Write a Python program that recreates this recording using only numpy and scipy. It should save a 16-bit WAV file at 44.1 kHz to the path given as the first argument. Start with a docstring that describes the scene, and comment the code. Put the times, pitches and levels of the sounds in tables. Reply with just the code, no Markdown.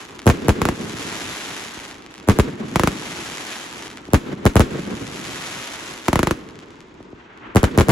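"""A street at night between houses, with a firework cake heard on a small stereo recorder. Charges lift the
shells from the ground; the shells burst overhead and their stars crackle as crowds of tiny shocks.
Each blast is a short pressure wave that comes back off the road, then rolls away between the houses as
shaped noise. Dull bangs sound streets away, quiet shells fizz on their way up, and the town hums.
The recorder smears every shock into a falling chirp and holds the peaks down."""
import sys
import numpy as np
from scipy import signal
from scipy.fft import rfft, irfft, next_fast_len
from scipy.io import wavfile
from scipy.ndimage import uniform_filter1d, minimum_filter1d

SR = 44100
rng = np.random.default_rng(int(sys.argv[2]) if len(sys.argv) > 2 else 0)


def wav_record(signal):
    """Record a signal, one row per channel, as 16-bit PCM in the file named by sys.argv[1]."""
    frames = np.transpose(np.atleast_2d(signal))
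    bounded = np.clip(frames, -1, 1)
    # unit amplitude maps onto the largest positive 16-bit level
    quanta = np.round(bounded * 32767).astype(np.int16)
    wavfile.write(sys.argv[1], SR, quanta)


def level_to_linear(level):
    """Convert decibel levels to linear amplitude factors, elementwise."""
    exponent = np.asarray(level, float) / 20
    return 10 ** exponent


N = 348831  # length in samples

# All levels and spectra are relative, ahead of the recorder.
# The town's distant hum. Each row: frequency in Hz, density in dB per Hz.
TOWN_COLOUR = [(18, -52), (35, -30), (71, -4), (148, -11.5), (178, -6.5), (337, 0.5), (699, -24.5),
               (940, -11), (7000, -55), (9100, -90), (15400, -120)]
TOWN_DB = -44.5
# Groups of crackling shells, the first burst before the start. Each row: burst in seconds, level in dB.
VOLLEYS = [(-1.55, 0), (.3, 0), (2.3, -.5), (4.15, -6), (4.45, -6.5), (4.68, -3)]
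# How the stars of every group crackle: faint hiss, delayed flare, slow sag, burn-out, stragglers.
# Each row: seconds after the burst, level in dB.
STAR_LIFE = [(0, -43.5), (.28, -42.5), (.45, -39.5), (.75, -36.5), (1.2, -36.5), (1.55, -39), (1.72, -43),
             (2.05, -45.5), (2.5, -51.5), (3.3, -58)]
# Colour of the crackling stars. Each row: frequency in Hz, density in dB per Hz.
STAR_COLOUR = [(100, -17), (250, 6.5), (500, 2.5), (1200, 4.5), (2000, 5.5), (3500, 4), (6500, -6.5),
               (10500, -19), (14500, -30), (16000, -45)]
PUSH_MS = .03  # time scale of one star's shock
FULL_DB, FULL_PER_S = -35, 5000  # crackle level and pops a second at full flare
# Per dB of fading: the rate of pops and their size drop by so many dB (20 log), the echoes' 10 kHz too
FEWER, SMALLER, DULLER = 3.8, 1.15, 1.0
# The loudest late stars popping. Each row: start in seconds, level in dB.
POPS = [(0.1919, -21), (0.2183, -26), (1.7441, -25), (1.8005, -25), (1.8517, -23), (1.9038, -28),
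        (1.912, -23), (1.9438, -29), (2.0227, -30), (2.0631, -27), (2.1103, -33), (2.1409, -26),
        (2.1574, -31), (2.1798, -26), (2.1998, -29), (2.2295, -35), (3.8237, -24), (3.8585, -26),
        (3.8701, -24), (3.902, -25), (3.9144, -28), (3.9728, -22), (4.0536, -29), (4.1046, -33),
        (6.489, -31), (6.5084, -37), (6.556, -34), (6.5903, -29), (6.6054, -36), (6.6404, -47),
        (6.7056, -37), (6.7568, -41), (6.8058, -31), (6.8714, -48), (7.0094, -47), (7.0283, -38),
        (7.3755, -38)]
# Shells bursting overhead; rows below 0 dB are faint forerunners just before a blast. Each row: start in
# seconds, level in dB, lead of the left port in ms, delay of the road's echo in ms.
BURSTS = [(.2586, -7, .25, 8.8), (.2672, 5, .23, 8.9), (.2912, 3, .11, 8.8), (.4815, -13, .1, 9.0),
          (.4838, 5, .09, 9.0), (2.2742, -15, .1, 9.7), (2.2775, -7, .11, 9.7), (2.2872, 5, .11, 10.4),
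          (2.2968, 0, .05, 9.6), (2.3881, 4, .09, 9.7), (4.125, -17, .25, 9.4), (4.1345, 6, .25, 9.4),
          (4.4544, 5, .2, 9.4), (4.5565, 5, .09, 9.6), (4.5957, 5, .2, 9.4), (7.5495, -7, .25, 9.4),
          (7.5589, 5, .23, 9.3), (7.6313, 3, .23, 9.3), (7.7766, 5, .18, 9.7), (7.7996, 2.5, .07, 9.2),
          (7.8853, 2, .18, 9.4), (7.8918, 2, .09, 9.1)]
# Lifting charges in the tubes; the row below 0 dB is a faint forerunner just before the next. Each row: start
# in seconds, level in dB, top frequency in Hz.
LIFTS = [(.617, 2, 1800), (.6535, 1.5, 2200), (.6876, .5, 1800), (2.7584, 4.5, 2200), (2.796, 3.5, 2000),
         (2.8351, 3.5, 1800), (2.8739, 3.5, 2200), (6.0811, -12, 1500), (6.0831, 4, 1800),
         (6.1301, 3, 1800), (6.1569, 3, 1800), (6.1918, 2, 2200), (6.2306, 2.5, 2000), (6.2712, 1.5, 2000),
         (6.3097, 1.5, 2000)]
# How the echo of a burst, then of a lift, rolls away. 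Each row: time in seconds, level in dB.
BURST_ROLL = [(0, 7), (.025, -9), (.06, -12), (.14, -10), (.26, -14), (0.32, -8), (.4, -14), (.6, -18),
              (.8, -21), (1.1, -29), (1.6, -42)]
LIFT_ROLL = [(0, 5), (.03, -6), (.1, -12.5), (.25, -19), (.5, -25), (1.0, -33), (1.601, -62)]
# What the houses return. Each row: frequency in Hz, level in dB.
STREET = [(30, -12), (80, -14), (200, -0.5), (400, -1), (700, -12), (1500, -3.5), (4000, 1.5), (9000, -9)]
# Loss in the air on the longer paths. Each row: frequency in Hz, loss in dB per second.
AIR = [(100, 2.5), (1000, 12), (4000, 36.5), (12000, 55)]
# What the ground and near walls return. Each row: frequency in Hz, density in dB per Hz.
SCATTER = [(150, -20), (400, -3), (1200, 0), (3000, -8), (6500, -18), (11000, -30), (16000, -40)]
# Bangs streets away. Each row: start in seconds, level in dB.
FAR = [(1.771, -23), (4.086, -22), (7.004, -26.5), (7.129, -26)]
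# Colour of the shells fizzing on their way up. Each row: frequency in Hz, density in dB per Hz.
FIZZ_COLOUR = [(300, -8), (700, 1.5), (1500, 5), (3000, -5), (3900, -15), (7000, -54), (9000, -85)]
CLIMB_S, ARRIVE_S, ARRIVE_DB, SWELL_DB_PER_S = 7.15, 7.7, -37.5, 22
# Likeness of left and right in diffuse sound. Each row: frequency in Hz, correlation from 0 to 1.
SAME = [(60, 1), (130, 0.93), (290, 0.89), (640, 0.2), (1400, 0.14), (3100, 0.26), (9000, 0.9)]
# Colour of the microphone ports. Each row: centre in Hz, width in Hz (to 1/e^2 of the dB), gain in dB.
PORT = [(4200, 2200, -1.5), (6300, 1500, 2), (10600, 5500, 12), (15300, 2200, 8.5)]
# Bass cut of the microphones. Each row: one channel's corner in Hz, left then right.
BASS_CUT_HZ = [
    [37],
    [44],
]
EDGE_HZ = 16200  # top of the recorder's band
# Crossovers of the band-splitting filters: one list of frequencies in Hz.
CROSSOVERS_HZ = [49, 217, 250, 3760, 5000]
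# Treble is shared above the first; channels are opposed at the second; one more half-turn per third
SHARED_HZ, OPPOSED_HZ, HALF_TURN_HZ = 7700, 8600, 2420


def evened(x):
    """Scales to rms 1."""
    return x / np.sqrt(np.mean(x ** 2) + 1e-20)


def wander_db(spread_db, smooth, count=N // 128 + 5):
    """Random level drift with an rms of spread_db, smoothed over so many steps of 128 samples."""
    return spread_db * evened(uniform_filter1d(rng.standard_normal(count), size=smooth))


def read(points, hz):
    """Reads a spectrum on a log frequency axis."""
    f, value = np.transpose(points)
    return np.interp(np.log(hz + 1), np.log(f + 1), value)


def wash(length, db_of):
    """Diffuse stereo noise from random short-time spectra; db_of(hz, s) shapes it."""
    frames = length // 128 + 5
    hz = np.fft.rfftfreq(512, 1 / SR)[:, None]
    a, b, c, d = rng.standard_normal((frames, 257, 4)).T
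    same = np.clip(read(SAME, hz), -1, 1)
    left = a + 1j * b
    right = same * left + np.sqrt(1 - same ** 2) * (c + 1j * d)
    spectra = np.array([left, right]) * level_to_linear(db_of(hz, np.arange(frames) * 128 / SR))
    return signal.istft(spectra, nperseg=512, noverlap=384)[1][:, :length]


def shock(push_ms, arrivals, size=4096, order=1):
    """A blast wave (1 - u) exp(-u) heard along arrivals (delay ms, dB, left leads ms, top Hz)."""
    jw = 2j * np.pi * np.fft.rfftfreq(size, 1 / SR) / 1000  # per ms
    wave = SR / 1000 * push_ms ** 2 * jw / (1 + push_ms * jw) ** 2
    side = np.array([[-.5], [.5]])
    paths = 0
    for ms, db, lead, top_hz in arrivals:
        travel = np.exp(-jw * (1 + ms + side * lead))  # after 1 ms of silence
        dulling = (1 + jw * 1000 / (2 * np.pi * top_hz)) ** order
        paths = paths + level_to_linear(db) * travel / dulling
    return irfft(wave * paths, size)


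def add(mix, s, sound):
    """Places a sound that starts after 1 ms of silence."""
    part = mix[..., round((s - 1 / 1000) * SR):][..., :sound.shape[-1]]
    part += sound[..., :part.shape[-1]]


def town():
    """A dull distant hum: coloured noise whose level drifts a little."""
    drift_db = wander_db(2.3, 30)
    return level_to_linear(TOWN_DB) * evened(wash(N, lambda hz, t: read(TOWN_COLOUR, hz) + drift_db))


def burning(s):
    """Crackle level in dB: the stars of all groups add in power."""
    age, db = np.transpose(STAR_LIFE)
    power = sum(level_to_linear(size_db + np.interp(s - at, age, db, left=-150)) ** 2 for at, size_db in VOLLEYS)
    return 10 * np.log10(power)


def crackle():
    """Tiny random shocks from ten places in the sky; they thin out and shrink as the stars burn out."""
    steps = np.arange(0, N, 128)
    level_db = np.interp(np.arange(N), steps, burning(steps / SR))
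    per_s = FULL_PER_S * level_to_linear(FEWER * (level_db - FULL_DB))
    size = level_to_linear(3.1 * np.minimum(rng.exponential(1, N), 4))  # a few pops stand out
    size *= rng.random(N) < per_s / SR
    size *= level_to_linear(SMALLER * (level_db - FULL_DB))
    place = rng.integers(0, 10, N)
    out = np.zeros((2, N))
    for k, (lead, road) in enumerate(rng.uniform((0, 8.2), (.25, 10.3), (10, 2))):  # both in ms
        pop = shock(PUSH_MS, [(0, 0, lead, 20000), (road, -4.5, .03, 9000)], size=1024)
        out += signal.oaconvolve((size * (place == k))[None], pop, axes=1)[:, :N]
    # the shock's own slope is flattened: the colour comes from the stars' table
    hz = np.fft.rfftfreq(N, 1 / SR)
    flat = np.abs(1 + 2j * np.pi * hz * PUSH_MS / 1000) ** 2 / (hz + 100)
    stars = evened(irfft(rfft(out) * flat * level_to_linear(read(STAR_COLOUR, hz)), N))
    clumps_db = wander_db(1.9, 6)

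    def echo_db(hz, t):
        faded_db = FULL_DB - burning(t)
        return read(STAR_COLOUR, hz) + clumps_db - .3 * read(AIR, hz) - DULLER * faded_db * (hz / 10000) ** 3

    blur = evened(wash(N, echo_db))  # echoes off the houses
    return level_to_linear(-37.5) * stars + level_to_linear(level_db - 2.5) * blur


def pops():
    """The loudest late stars, heard one by one as soft-edged shocks with their road echo."""
    out = np.zeros((2, N))
    places = rng.uniform((0, 8.5), (.1, 10), (len(POPS), 2))  # left leads ms, road echo ms
    for (s, db), (lead, road) in zip(POPS, places):
        paths = [(0, 0, lead, 8000), (road, -6, .03, 7000)]
        add(out, s, level_to_linear(db + 21) * shock(.05, paths, size=1024, order=6))
    return out


def scatter(db, fade_db_per_s, floor_db):
    """Dense rustle of small echoes off the ground and near walls: a quick fall onto a slower one."""
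    t = np.arange(8192) / SR
    shape = level_to_linear(-fade_db_per_s * t) + level_to_linear(floor_db - 150 * t)
    rustle = evened(wash(8192, lambda hz, s: read(SCATTER, hz) + 0 * s))
    return level_to_linear(db) * np.minimum(t / .0015, 1) * shape * rustle


def roll(blasts, shape):
    """Scattered echoes of the houses: each of three blast tracks rolls away through its own noise tail."""
    s, db = np.transpose(shape)
    out = np.zeros((2, N))
    for blast in blasts:
        lumps_db = wander_db(4, 8, 600)

        def tail_db(hz, t):
            return np.interp(t, s, db) + lumps_db[:len(t)] + read(STREET, hz) - t * read(AIR, hz)

        tail = wash(70000, tail_db)
        tail *= np.minimum(np.arange(70000) / (.004 * SR), 1)
        out += signal.fftconvolve(blast[None], tail / np.linalg.norm(tail[0]), axes=1)[:, :N]
    return out


def bursts():
    """Direct shock with the fireball's slow heave, echoes of road and wall, then scatter and the roll."""
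    near, far = np.zeros((2, N)), np.zeros((3, N))
    for k, (s, db, lead, road) in enumerate(BURSTS):
        wall = road + rng.uniform(4.3, 5.5)  # ms
        bright = level_to_linear(.45 * (db - 5))  # weak rows, mostly faint forerunners, have softer fronts
        paths = [(0, -.1, lead, 1100 * bright), (road, -4, .03, 3000 * bright), (wall, -10, .06, 2000 * bright)]
        blast = shock(2.5, paths)
        blast += shock(.06, [(0, -8, lead, 13000 * bright), (road, -20, .03, 7000 * bright)], order=2)
        # the echoes snap in the middle range
        blast += shock(.3, [(road, -3, .03, 3000), (wall, -9, .1, 2500)], order=2)
        for ms, side in rng.uniform((0, -.4), (14, .4), (4, 2)):  # ragged cracks following the road's echo
            blast += shock(.7, [(road + ms, -9, side, 2000)])
        heave = shock(4.4, [(0, -3, lead, 900), (road + 1.83, -3, .2, 350), (road + 16, -12, -.2, 200)])
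        heave += shock(11, [(road, -3, 2.5, 45)])
        add(near, s, level_to_linear(db) * (blast + level_to_linear(-7.5) * heave))
        add(near, s + road / 1000, scatter(db - 29, 700, -13))
        # three roll tracks in turn, so neighbouring rows roll differently
        add(far[k % 3], s + .005, level_to_linear(db - 2.5) * shock(1.05, [(0, -.5, lead, 2300)])[0])
    return near + roll(far, BURST_ROLL)


def lifts():
    """Shorter shocks from ground level; the road's echo follows in about 1 ms, then the nearest walls."""
    near, far = np.zeros((2, N)), np.zeros((3, N))
    for k, (s, db, top_hz) in enumerate(LIFTS):
        push, skim, *walls = rng.uniform((.6, .6, 1.2, 2, 3.5), (.85, 1.1, 2.2, 3.5, 6))  # ms
        paths = [(0, 0, -.024, top_hz), (skim, -5, .09, 2200)]
        paths += [(ms, -12, (-1) ** k * .2, 2500) for ms in walls]
        add(near, s, level_to_linear(db + 2.5) * shock(push, paths))
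        add(near, s + .0015, scatter(db - 31, 1200, -11))
        add(far[k % 3], s, level_to_linear(db - 7) * shock(push, paths[:1])[0])
    return near + roll(far, LIFT_ROLL)


def far_bangs():
    """Dull thuds from streets away: steeply dulled shocks with one echo."""
    out = np.zeros((2, N))
    for s, db in FAR:
        add(out, s, level_to_linear(db + 11) * shock(.8, [(0, 0, .1, 750), (3, -8, -.1, 600)], order=3))
    return out


def climb():
    """Quiet shells on their way up: a dull, sputtering fizz of noise that swells, then stops."""
    t = np.arange(N) / SR
    sputter_db = wander_db(3.2, 10)
    fizz = evened(wash(N, lambda hz, t: read(FIZZ_COLOUR, hz) + sputter_db))
    swell = level_to_linear(ARRIVE_DB + SWELL_DB_PER_S * np.minimum(t - ARRIVE_S, 0))
    return swell * (t > CLIMB_S) * (t < ARRIVE_S) * fizz


def scene():
    """All sources at the microphone ports."""
    return town() + crackle() + pops() + bursts() + lifts() + far_bangs() + climb()


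def share_treble(ports, hz):
    """In the top octave both channels carry the left port, turned against each other more and more."""
    shared = 1 / (1 + np.exp(np.clip((SHARED_HZ - hz) / 250, -50, 50)))
    turn = np.pi * (1 + (hz - OPPOSED_HZ) / HALF_TURN_HZ) * np.array([[-.5], [.5]])
    return np.sqrt(1 - shared) * ports + np.sqrt(shared) * ports[0] * np.exp(1j * turn)


def recorder_response(hz):
    """Bass cut, band edge, port resonances and the phase turns of the band-splitting filters."""
    u = 1j * hz / BASS_CUT_HZ
    colour = u ** 2 / (1 + np.sqrt(2) * u + u ** 2) / (1 + (hz / EDGE_HZ) ** 40)
    colour *= level_to_linear(sum(db * np.exp(-((hz - f) / width) ** 2 * 2) for f, width, db in PORT))
    for f in CROSSOVERS_HZ:  # each delays what lies under it: treble first, bass last
        u = 1j * hz / f
        colour *= (1 - np.sqrt(2) * u + u ** 2) / (1 + np.sqrt(2) * u + u ** 2)
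    return colour


def limit(x):
    """Holds peaks near -0.6 dB of full scale, both channels alike, with a smoothed gain."""
    over_db = np.maximum(20 * np.log10(abs(x).max(0) + 1e-9) + .6, 0)
    fall = np.arange(N) * 400 / SR  # recovers 400 dB a second
    held_db = -minimum_filter1d(fall - np.maximum.accumulate(over_db + fall), 45)
    return x / level_to_linear(uniform_filter1d(held_db, 45))


def top_cut(x):
    """Nothing passes above the cut-off."""
    return signal.sosfilt(signal.butter(12, 16990, fs=SR, output="sos"), x)


def record(dry):
    """The small stereo recorder: shared treble, microphone and filter response, then the peak limiter."""
    size = next_fast_len(N + SR)
    hz = np.fft.rfftfreq(size, 1 / SR)
    ports = share_treble(rfft(dry, size), hz)
    heard = irfft(ports * recorder_response(hz), size)[:, :N]
    return top_cut(limit(heard))


dry = scene()
out = record(dry)
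wav_record(out)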